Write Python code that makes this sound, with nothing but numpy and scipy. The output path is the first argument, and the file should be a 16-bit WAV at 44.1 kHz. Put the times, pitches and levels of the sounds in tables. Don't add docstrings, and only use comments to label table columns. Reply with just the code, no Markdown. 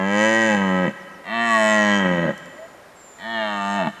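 import sys
import numpy as np
from scipy import signal
from scipy.fft import rfft, irfft
from scipy.io import wavfile
from scipy.ndimage import uniform_filter1d

SR = 44100
rng = np.random.default_rng(int(sys.argv[2]) if len(sys.argv) > 2 else 0)


def transcribe(signal):
    frames = np.atleast_2d(signal).T
    limited = np.clip(frames, -1, 1)
    pcm = np.round(limited * 32767).astype(np.int16)
    wavfile.write(sys.argv[1], SR, pcm)


N = 176400
SIZE = 4096
HZ, T = np.fft.rfftfreq(SIZE, 1 / SR), np.arange(SIZE) / SR

# time in seconds, pitch in Hz.
PITCH_1 = [(0, 94), (.256, 109.6), (.384, 113.1), (.468, 110.5), (.58, 98.9), (.7, 93.47), (.84, 90.78),
           (.885, 69.7), (.912, 58.1)]
PITCH_2 = [(1.242, 76.9), (1.298, 107.2), (1.338, 115.4), (1.44, 117), (1.61, 108.7), (1.75, 107.1),
           (1.97, 100.8), (2.062, 91.42), (2.234, 83.66), (2.335, 65.66)]
PITCH_3 = [(3.185, 77.7), (3.248, 112.2), (3.32, 114.9), (3.492, 104.1), (3.618, 99.23), (3.77, 101.1),
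           (3.835, 87.23), (3.915, 57.4)]
# time in seconds, then bass, middle and treble levels in dB.
LEVEL_1 = [(.05, -25, -24, -29.5), (0.239, -23.5, -20.5, -20.5), (.52, -23, -22.5, -21.5),
           (.62, -23, -24, -29.5), (0.871, -22, -24.5, -28.5)]
LEVEL_2 = [(1.4, -30.5, -25, -23), (1.559, -30.5, -21.5, -21.5), (1.899, -24, -22.5, -21),
           (2.08, -21.5, -24, -27.5), (2.31, -23.5, -23, -32)]
LEVEL_3 = [(3.35, -35.5, -31, -27), (3.481, -37.5, -27, -29), (3.59, -35, -26.5, -33.5),
           (3.81, -29, -24, -30), (3.88, -25, -29.5, -35.5)]
# frequency in Hz, level within its band in dB.
STRETCHED = [(190, 5.5), (325, 0.5), (553, 0), (830, -11), (1000, -7.5), (1280, -9.5), (1600, 4.5),
             (1925, 6.5), (2250, -5.5), (2620, -5), (3020, -6.5), (3550, -22), (4100, -24.5)]
OPEN = [(215, -0.5), (330, -8), (680, 4.5), (900, 0), (1135, 1), (1440, -4), (1750, 3), (1900, 7),
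        (2230, -5.5), (2630, -1), (3060, -6), (3600, -15.5), (4100, -15)]
SLACK = [(200, -3.5), (315, -9.5), (665, 4.5), (880, 3), (1190, 0), (1410, 4), (1610, -3), (1810, 4.5),
         (2220, -7.5), (2660, -1), (3000, -5.5), (3650, -14.5), (4100, -15.5)]

def stag():
    raised = [(hz + 306 * (2500 < hz < 3400), db) for hz, db in SLACK]
    return (roar(PITCH_1, LEVEL_1, STRETCHED, STRETCHED, swell_s=.01, notch=.84)
            + roar(PITCH_2, LEVEL_2, OPEN, STRETCHED, change_s=(1.397, 2.06))
            + roar(PITCH_3, LEVEL_3, raised, SLACK, change_s=(3.3, 3.6), notch=.77))

def roar(pitch, level, first, last, change_s=(0, 1), swell_s=.17, notch=0):
    t = np.arange(pitch[0][0], pitch[-1][0], 1 / SR)
    cycles = np.cumsum(read(pitch, t)) / SR
    at = np.interp(np.arange(int(cycles[-1]) + 1), cycles, t)[:, None]
    hz, age = read(pitch, at), at - t[0]
    fry = vocal_fry(at, hz)
    power = throat(at, age, level, first, last, change_s, notch)
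    breath = (.1 + .65 * fry) * np.sqrt(HZ / 1500)
    voice = minimum_phase(power) * (1 + breath * puffs(len(at), decay_s=.005)) / np.hypot(1, breath)
    swell = np.minimum((age + 1 / hz) / swell_s, 1)
    closing = amp(np.interp(at, (t[-1] - .047, t[-1]), (0, -14)))
    return pulse_train(voice * swell * closing + rasp(at), at, hz, fry)

def vocal_fry(at, hz, onset_hz=83.3, width_hz=1.78, breaks_s=(.56, 2.06, 2.2)):
    slow = 1 / (1 + np.exp((hz - onset_hz) / width_hz))
    return np.maximum(slow, .35 * sum(moment(at, s) for s in breaks_s))

def pulse_train(spectra, at, hz, fry, jitter_s=.000373, shimmer_db=2.5, lag_s=.001775, lag_hz=960):
    lead = 256
    place = abs(at + rng.standard_normal(at.shape) * jitter_s * fry ** 2) * SR
    lag_cycles = HZ * (place % 1 + lead) / SR
    lag_cycles += lag_s * (HZ - lag_hz * np.arctan(HZ / lag_hz))
    gain = np.sqrt(SR / hz) * amp(rng.standard_normal(at.shape) * shimmer_db * fry)
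    pulses = irfft(spectra * gain * np.exp(-2j * np.pi * lag_cycles))
    out = np.zeros(N + lead)
    for sample, pulse in zip(place.ravel(), pulses * signal.windows.tukey(SIZE, lead / SIZE)):
        add(out, int(sample) / SR, pulse)
    return out[lead:]

BANDWIDTHS = np.array([81.6, 85.6, 85.3, 151, 119, 91, 129, 115.6, 176, 90, 192, 360, 269])
# time in seconds, frequency in Hz, boost in dB.
RINGS = [(.53, 838, 7), (.77, 1276, 3.5), (1.55, 1125, 9), (1.648, 2572, 8), (1.999, 3171, 16.5),
         (2.241, 597, 9), (3.31, 1784, 8.5)]

def throat(at, age, level, first, last, change_s, notch):
    blend = np.interp(at, change_s, (0, 1))
    tuning = 1 + .05 * np.exp(-age / .068)
    formants = np.array([
        peak((f + blend * (f_end - f)) * tuning, width, db + blend * (db_end - db) + wander(at))
        for (f, db), (f_end, db_end), width in zip(first, last, BANDWIDTHS)])
    colour = 1 + sum(moment(at, s) * peak(f, 75, db) for s, f, db in RINGS)
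    colour *= (1 - notch * peak(1420, 210, 0)) ** 2
    bands = formants[:2], formants[2:6], formants[6:]
    power = sum(unit_mean(band.sum(0) * colour) * amp(read(level, at, column=k + 1)) ** 2
                for k, band in enumerate(bands))
    return power / (1 + (101.7 / (HZ + 1)) ** 4) ** 2

def wander(at, spread_db=1.5, step_s=.09):
    knots = np.arange(0, N / SR, step_s)
    return spread_db * np.interp(at, knots, rng.standard_normal(len(knots)))

# time in seconds, level in dB.
RASP_LEVEL = [(.02, -56), (.2, -37), (.54, -41), (.6, -56), (1.28, -66.5), (1.5, -40.5), (1.68, -36.5),
              (1.98, -42.5), (2.05, -68), (3.35, -62), (3.74, -46), (3.85, -60.5)]
# time in seconds, centre frequency in Hz.
RASP_CENTRE = [(.4, 6970), (1.4, 7730), (1.66, 7770), (1.82, 6605), (3.3, 7462)]
# multiple of the centre, width in Hz, relative level in dB.
RASP_PEAKS = [(1, 470, 2.5), (.88, 350, 1.5), (.7, 1300, -8), (1.16, 660, -9), (1.42, 3100, -24.5)]

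def rasp(at):
    centre = read(RASP_CENTRE, at)
    power = unit_mean(sum(peak(centre * ratio, width, db) for ratio, width, db in RASP_PEAKS))
    return minimum_phase(power) * (1 + .6 * puffs(len(at), decay_s=.002)) * amp(read(RASP_LEVEL, at))

# frequency in Hz, time to decay 60 dB in seconds, level in dB.
WOODS = [(146, 0.58, -23), (596, 2.7, -23.5), (1670, 1.22, -14.5), (9000, 0.88, -12.5)]

def meadow(sound, build_s=.21, ground_db=-11):
    hz, t, noise = signal.stft(rng.standard_normal(2 * SR), SR, nperseg=512)
    build = 1 - np.exp(-(t / build_s) ** 2)
    decay = amp(-60 * t / read_hz(WOODS, hz)[:, None])
    envelope = unit(build * decay) * np.sqrt(len(t) / (2 * SR))
    gain = amp(read_hz(WOODS, hz, column=2))[:, None]
    echo = signal.istft(noise * envelope * gain, SR, nperseg=512)[1]
    add(echo, .003, amp(ground_db) * irfft(puffs(1, decay_s=.013))[0])
    return sound + signal.fftconvolve(sound, echo)[:N]

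# start and length in seconds, first and last pitch in Hz, level in dB.
WHISTLES = [(2.261, 0.53, 7440, 6950, -60.5), (2.951, 0.26, 7510, 7040, -50.5)]

def birds():
    out = np.zeros(N)
    for s, *shape in WHISTLES:
        add(out, s, note(*shape, trill_depth_hz=70))
    for s in (.81, .98, 1.12):
        add(out, s, note(length_s=.06, start_hz=6497, end_hz=4887, db=-62))
    return out

# start in seconds, level in dB.
TICKS = [(2.378, -43.5), (2.458, -48.5)]

def ticks(decay_s=.0024):
    out = np.zeros(N)
    resonance = minimum_phase(peak(6560, 5600, 0))
    for s, db in TICKS:
        burst = unit(irfft(resonance * puffs(1, decay_s)[0]))
        add(out, s, amp(db) * np.sqrt(SR * decay_s) * burst)
    return out

def far_hoot():
    out = np.zeros(N)
    add(out, 2.565, note(length_s=.11, start_hz=610, end_hz=685, db=-42))
    return out

# frequency in Hz, relative spectral density in dB.
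AIR = [(20, -12), (175, 0), (580, 3.5), (1900, -3), (2830, -11.5), (13400, -23.5)]

def still_air(db=-47.5):
    colour = amp(read_hz(AIR, np.fft.rfftfreq(N, 1 / SR)))
    wash = irfft(rfft(rng.standard_normal(N)) * colour, N)
    return amp(db) * np.sqrt(N) * unit(wash)

def note(length_s, start_hz, end_hz, db, trill_depth_hz=0, trill_hz=27.74, waver=.0115):
    t = np.arange(0, length_s, 1 / SR)
    glide = start_hz + (end_hz - start_hz) * t / length_s
    trill = trill_depth_hz * np.sin(2 * np.pi * trill_hz * t)
    drift = unit(uniform_filter1d(rng.standard_normal(SR), size=200)[:len(t)]) * np.sqrt(len(t))
    hz = glide + trill + waver * start_hz * drift
    envelope = amp(db) * np.sqrt(2 * np.sin(np.pi * t / length_s))
    return envelope * np.sin(2 * np.pi * np.cumsum(hz) / SR)

def puffs(count, decay_s):
    return rfft(unit(rng.standard_normal((count, SIZE)) * np.exp(-T / decay_s)))

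def peak(hz, width_hz, db):
    return amp(db) ** 2 / (1 + (2 * (HZ - hz) / width_hz) ** 2) ** 2

def minimum_phase(power):
    cepstrum = irfft(.5 * np.log(power + 1e-14))
    cepstrum[..., 1:SIZE // 2] *= 2
    cepstrum[..., SIZE // 2 + 1:] = 0
    return np.exp(rfft(cepstrum))

def moment(at, s, width_s=.075):
    return np.exp(-((at - s) / width_s) ** 2)

def amp(db):
    return 10 ** (np.asarray(db) / 20)

def unit(x):
    return x / np.sqrt((abs(x) ** 2).sum(-1, keepdims=True) + 1e-20)

def unit_mean(power):
    return power / power.mean(-1, keepdims=True)

def read(table, at, column=1):
    table = np.array(table)
    return np.interp(at, table[:, 0], table[:, column])

def read_hz(table, hz, column=1):
    table = np.array(table)
    return np.interp(np.log(hz + 1), np.log(table[:, 0] + 1), table[:, column])

def add(mix, s, sound):
    part = mix[round(s * SR):][:len(sound)]
    part += sound[:len(part)]

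def scene():
    return (meadow(stag() + birds() + ticks() + far_hoot()) + still_air())[None]

def record(dry, cutoff_hz=13650):
    lowpass = signal.firwin(511, cutoff_hz, window=("kaiser", 9), fs=SR)
    return signal.oaconvolve(dry, lowpass[None], "same")

dry = scene()
out = record(dry)
transcribe(out)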